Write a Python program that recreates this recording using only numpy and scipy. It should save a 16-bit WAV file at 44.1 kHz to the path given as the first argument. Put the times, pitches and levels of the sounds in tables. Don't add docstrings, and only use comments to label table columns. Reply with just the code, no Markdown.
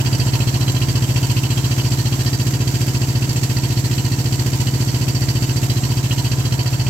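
import sys
import numpy as np
from scipy.fft import rfft, irfft, next_fast_len
from scipy.io import wavfile
from scipy.ndimage import uniform_filter1d, map_coordinates

SR = 44100
rng = np.random.default_rng(int(sys.argv[2]) if len(sys.argv) > 2 else 0)


def file_out(sig):
    cols = np.atleast_2d(sig).T
    lim = np.clip(cols, -1, 1)
    pcm = np.round(lim * 32767).astype(np.int16)
    wavfile.write(sys.argv[1], SR, pcm)


N = 304068
FFT_SIZE = next_fast_len(N + SR // 4)


def amp(db):
    return 10 ** (np.asarray(db) / 20)


def unit_rms(pair):
    return pair / np.sqrt(np.mean(pair.mean(0) ** 2) + 1e-20)


def over_frequency(points, hz):
    knots_hz, values = np.transpose(points)
    return np.interp(np.log(hz + 1), np.log(knots_hz + 1), values)


def over_time(points):
    return np.interp(np.arange(N) / SR, *np.transpose(points))


def wobble(rate_hz):
    knots = rng.standard_normal(int(N * rate_hz / SR) + 4)
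    return map_coordinates(knots, [np.arange(N) * rate_hz / SR])


def filtered(x, response):
    f = np.fft.rfftfreq(FFT_SIZE, 1 / SR)
    return irfft(rfft(x, FFT_SIZE) * response(f), FFT_SIZE)[..., :N]


def resonance(f, hz, width_hz):
    return 1j * f * width_hz / (hz * hz - f * f + 1j * f * width_hz)


# (time [s], lean [0 outside the frame, 1 under its roof])
MIC_LEAN = [(0, 0), (1.45, 0.42), (2.2, 0.84), (3.8, 1), (5.6, 0.924), (6.15, 0.44), (6.6, 0.069)]


def mic_level_db(outside_db, lean_db, spot_db, sunk_db):
    spot_lean, spot_width = 0.45, 0.14
    sink_start_s, sink_s = 5.77, 1.0
    lean = over_time(MIC_LEAN)
    spot = np.exp(-((lean - spot_lean) / spot_width) ** 2)
    sunk = np.clip((np.arange(N) / SR - sink_start_s) / sink_s, 0, 1)
    return outside_db + lean_db * lean + spot_db * spot + sunk_db * sunk


# (frequency [Hz], left-right coherence [0..1])
COHERENCE = [(30, 0.55), (120, 0.17), (300, 0.36), (600, 0.63), (1100, 0), (15000, 0.022)]


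def stereo_field(pair, spectrum, balance):
    def mid_side_gains(f):
        angle = np.arccos(over_frequency(COHERENCE, f)) / 2
        return amp(over_frequency(spectrum, f)) * [np.cos(angle), np.sin(angle)]

    def left_right_gains(f):
        return amp(np.outer([0.5, -0.5], over_frequency(balance, f)))

    mid, side = filtered(pair, mid_side_gains)
    return unit_rms(filtered(np.array([mid + side, mid - side]), left_right_gains))


# (crank angle [deg], knock [dB], tick [dB], thud [dB])
BLOWS = [(0, -0.5, 0, 6.5), (48.8, -11, 4.5, 3), (115, -4, -12, 3.5), (182.3, -5, 1, 5), (284, -10, -4, -3),
         (419.6, -33, -0.5, 0), (588.3, -12, 0.5, 8)]


def strikes(cycle, kind, t60_s, attack_s, repeat, scatter_db, jitter_s):
    angles_deg, *columns = np.transpose(BLOWS)
    levels_db = columns[["knock", "tick", "thud"].index(kind)]
    t = np.arange(SR // 14) / SR
    envelope = amp(-60 * t / t60_s) * (1 - np.exp(-t / attack_s))
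    out = np.zeros((2, N + len(t)))
    for angle_deg, db in zip(angles_deg, levels_db):
        recurring = np.sqrt(repeat) * rng.standard_normal((2, len(t)))
        for due in np.flatnonzero(np.diff(np.floor(cycle - angle_deg / 720))):
            at = int(np.clip(due + rng.normal() * jitter_s * SR, 0, N))
            rattle = recurring + np.sqrt(1 - repeat) * rng.standard_normal((2, len(t)))
            out[:, at:at + len(t)] += amp(db + scatter_db * rng.normal()) * envelope * rattle
    return out[:, :N]


def ring(pair, modes, lobe_depth, lobes=6.7, coherence=0.43, left_lag_s=0.00009):
    f = np.fft.rfftfreq(FFT_SIZE, 1 / SR)
    right, unrelated = rfft(pair, FFT_SIZE)
    delayed = right * np.exp(-2j * np.pi * f * left_lag_s)
    left = coherence * delayed + np.sqrt(1 - coherence ** 2) * unrelated
    drive = np.array([left, right])
    shapes = np.array([(-1) ** k * resonance(f, *mode[:2]) for k, mode in enumerate(modes)])
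    side_gains = amp(np.transpose(modes)[2:])

    def mode_sum(weights):
        return irfft(drive * ((side_gains * weights) @ shapes), FFT_SIZE)[:, :N]

    mode_phase = 2 * np.pi * rng.random(len(modes))
    path_phase = np.pi * lobes * over_time(MIC_LEAN)
    standing = np.cos(path_phase) * mode_sum(np.cos(mode_phase))
    standing += np.sin(path_phase) * mode_sum(np.sin(mode_phase))
    out = mode_sum(0.86) + lobe_depth * standing
    power = np.abs(uniform_filter1d(out.mean(0) ** 2, size=SR // 2))
    return out / np.sqrt(power + 1e-12)


# (frequency [Hz], spectral density [dB])
AIR_SPECTRUM = [(300, -11.5), (900, -4), (1250, -4), (2100, -2), (3450, -1), (4700, 0), (6900, 0.5),
                (7600, 2.5), (8300, -2), (8900, -7), (10000, -11.5), (11700, -3.5), (14000, -5.5),
                (15800, -15.5)]
# (frequency [Hz], left minus right [dB])
AIR_BALANCE = [(900, 7.5), (2000, -10), (3300, 1.5), (4700, -8.5), (7700, -10.5), (9000, 1), (10200, 0.5),
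               (11700, -9), (14000, -4), (15800, -12)]


def fan_and_tappets(cycle, level_db):
    surge_db = 1.1 * np.cos(2 * np.pi * (cycle - 0.25)) + 1.35 * wobble(200) + 0.42 * wobble(12)
    air = stereo_field(amp(surge_db) * rng.standard_normal((2, N)), AIR_SPECTRUM, AIR_BALANCE)
    ticks = strikes(cycle, "tick", t60_s=0.062, attack_s=0.00074,
                    repeat=0.23, scatter_db=4.5, jitter_s=0.0009)
    tappets = stereo_field(ticks, AIR_SPECTRUM, AIR_BALANCE)
    return amp(level_db + 7) * air + amp(level_db + 1) * tappets


# (order [x cycle rate], level [dB])
PANEL_ORDERS = [(33, -47), (49, -51)]


def panel_hum(cycle):
    hum = np.zeros(N)
    for order, db in PANEL_ORDERS:
        hum += amp(db + 0.46 * wobble(5.9)) * np.sqrt(2) * np.sin(2 * np.pi * order * cycle)
    level_db = mic_level_db(outside_db=-2, lean_db=3.5, spot_db=0, sunk_db=-1)
    return amp(level_db) * amp([[1.5], [-2]]) * hum


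# (frequency [Hz], spectral density [dB])
RUMBLE_SPECTRUM = [(20, -24), (32, -6), (45, -2), (115, 10), (190, 3), (290, 0.5), (400, -4), (520, -8),
                   (660, -5.5), (800, -7.5), (950, -10.5), (1200, -15.5), (2000, -16), (4000, -55)]
THUD_SPECTRUM = [(250, -18), (430, -16), (570, -4.5), (680, -2), (900, -15), (1400, -11), (3000, -28.5)]
# (frequency [Hz], left minus right [dB])
FRAME_BALANCE = [(100, 4.5), (400, -4.5), (700, 3.5), (1000, -4)]


def frame(cycle):
    shake = amp(1.4 * np.cos(2 * np.pi * (cycle - 0.2)))
    rumble = stereo_field(shake * rng.standard_normal((2, N)), RUMBLE_SPECTRUM, FRAME_BALANCE)
    blows = strikes(cycle, "thud", t60_s=0.032, attack_s=0.00032,
                    repeat=0.82, scatter_db=1.5, jitter_s=0.00005)
    thuds = stereo_field(blows, THUD_SPECTRUM, FRAME_BALANCE)
    level_db = mic_level_db(outside_db=-36, lean_db=-3, spot_db=-1.5, sunk_db=-1.5)
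    return amp(level_db + 6) * rumble + amp(level_db - 6) * thuds


# (frequency [Hz], width [Hz], left [dB], right [dB])
INJECTOR_MODES = [(6240, 110, -11, -8), (7460, 58, -2, 3), (7500, 90, -4, 2), (7630, 63, -22, -11)]


def injector_lines(cycle, level_db):
    ticks = strikes(cycle, "tick", t60_s=0.12, attack_s=0.0004,
                    repeat=0.35, scatter_db=5.5, jitter_s=0.00028)
    return amp(level_db - 3.5) * ring(ticks, INJECTOR_MODES, lobe_depth=0.17)


# (frequency [Hz], width [Hz], left [dB], right [dB])
HOUSING_MODES = [(895, 39, -3.5, -5), (980, 70, -3.5, -0.5), (1049, 100, -7, -2.5), (1357, 95, -13.5, -11),
                 (1625, 106, -19, -8.5)]


def housing(cycle):
    knocks = strikes(cycle, "knock", t60_s=0.18, attack_s=0.0025,
                     repeat=0.42, scatter_db=2.5, jitter_s=0.0001)
    level_db = mic_level_db(outside_db=-41, lean_db=-3.5, spot_db=1.5, sunk_db=-1.5)
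    return amp(level_db) * ring(knocks, HOUSING_MODES, lobe_depth=0.18)


# (frequency [Hz], width [Hz], left [dB], right [dB])
COVER_MODES = [(2663, 152, -0.5, 2), (2770, 94, -6.5, -6.5), (2863, 34, -1.5, 4), (2990, 23, 1, 3),
               (3141, 46, -3, 3.5), (3280, 42, -13, 1)]


def covers(cycle):
    knocks = strikes(cycle, "knock", t60_s=0.03, attack_s=0.0014,
                     repeat=0.43, scatter_db=3, jitter_s=0.0003)
    level_db = mic_level_db(outside_db=-36.5, lean_db=-4.5, spot_db=3, sunk_db=-2.4)
    return amp(level_db) * ring(knocks, COVER_MODES, lobe_depth=0.15)


# (frequency [Hz], width [Hz], left [dB], right [dB])
BLOCK_MODES = [(1833, 36, -14, -3), (2020, 260, -15, -15), (3960, 61, -11, 0), (4183, 58, -17, 1.5),
               (4400, 53, -30, 3.5), (4508, 64, -23, 1), (4600, 36, -3, 0), (4700, 59, -9.5, 6),
               (4880, 43, -15, -2), (5480, 56, -30, -1.5), (5620, 72, -30, -7), (5810, 36, -31, 1),
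               (5870, 65, -5.5, -6.5)]
# (time [s], level [dB])
BLOCK_LEVEL = [(0, -34.5), (1.3, -38.5), (2.15, -35.5), (3.1, -39), (3.8, -36.8), (4.6, -38), (5.25, -35.5),
               (5.8, -38), (6.89, -36.3)]


def block(cycle):
    knocks = strikes(cycle, "knock", t60_s=0.06, attack_s=0.00042,
                     repeat=0.24, scatter_db=2.5, jitter_s=0.0003)
    iron = ring(knocks, BLOCK_MODES, lobe_depth=0.36)
    hollow = filtered(iron, lambda f: resonance(f, hz=1760, width_hz=260))
    return amp(over_time(BLOCK_LEVEL)) * (iron + over_time(MIC_LEAN) ** 4 * hollow)


# (order [x cycle rate], level [dB])
EXHAUST_ORDERS = [(2, -33.5), (3, -26.5), (4, -20.0), (5, -12.0), (6, -29.5), (7, -7.0), (8, -1.0),
                  (9, 0.0), (10, -15.5), (11, -10.0), (12, -21.5), (13, -35.0), (14, -24.5), (15, -18.0),
                  (16, -18.5), (17, -20.5), (18, -28.5), (19, -15.5), (20, -27.5), (21, -19.0), (22, -25.0),
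                  (23, -32.0), (24, -18.5), (25, -24.5), (26, -30.0), (27, -30.5), (28, -33.0), (29, -33.5),
                  (30, -45.5), (31, -35.5), (32, -31.5), (33, -32.5)]
PUFFS = [(0, 1), (183, .9)]
# (frequency [Hz], width [Hz], level [dB])
PIPE_MODES = [(227, 37, -16), (360, 112, -13)]


def exhaust(cycle, crossover_hz=190):
    boom, bark = np.zeros((2, N))
    cycle_hz = cycle[-1] * SR / N
    for order, db in EXHAUST_ORDERS:
        f = order * cycle_hz
        puffs = -sum(size * np.exp(-2j * np.pi * order * deg / 720) for deg, size in PUFFS)
        silencer = resonance(f, hz=110, width_hz=89) ** 2
        pipe = sum(amp(mode_db) * resonance(f, hz, width_hz) for hz, width_hz, mode_db in PIPE_MODES)
        tone = amp(db) * np.cos(2 * np.pi * order * cycle + np.angle(puffs * (silencer + pipe)))
        if f < crossover_hz:
            boom += tone
        else:
            bark += tone
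    boom_db = mic_level_db(outside_db=-17, lean_db=-1, spot_db=0.2, sunk_db=-1.3)
    bark_db = mic_level_db(outside_db=-30, lean_db=0.63, spot_db=-0.6, sunk_db=-4)
    boom = amp(boom_db + 0.18 * wobble(25.1)) * unit_rms(boom * amp([[-0.2], [0.2]]))
    bark = amp(bark_db + 0.2 * wobble(25)) * unit_rms(bark * amp([[-0.6], [0.6]]))
    return boom + bark


# (time [s], four-stroke cycle rate [Hz])
CYCLE_RATE = [(0, 14.519), (1.2, 14.547), (1.75, 14.52), (2.45, 14.569), (3.65, 14.541), (4.15, 14.482),
              (5.0, 14.585), (6.5, 14.554)]


def scene():
    cycle = 0.154 + np.cumsum(over_time(CYCLE_RATE)) / SR
    treble_db = mic_level_db(outside_db=-41, lean_db=-0.3, spot_db=0.05, sunk_db=-2.2)
    throb = exhaust(cycle)
    clatter = housing(cycle) + covers(cycle) + block(cycle) + injector_lines(cycle, treble_db)
    background = frame(cycle) + panel_hum(cycle) + fan_and_tappets(cycle, treble_db)
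    return background + clatter + throb


def record(dry):
    limit_hz = 15850
    return filtered(dry, lambda f: f < limit_hz)


dry = scene()
out = record(dry)
file_out(out)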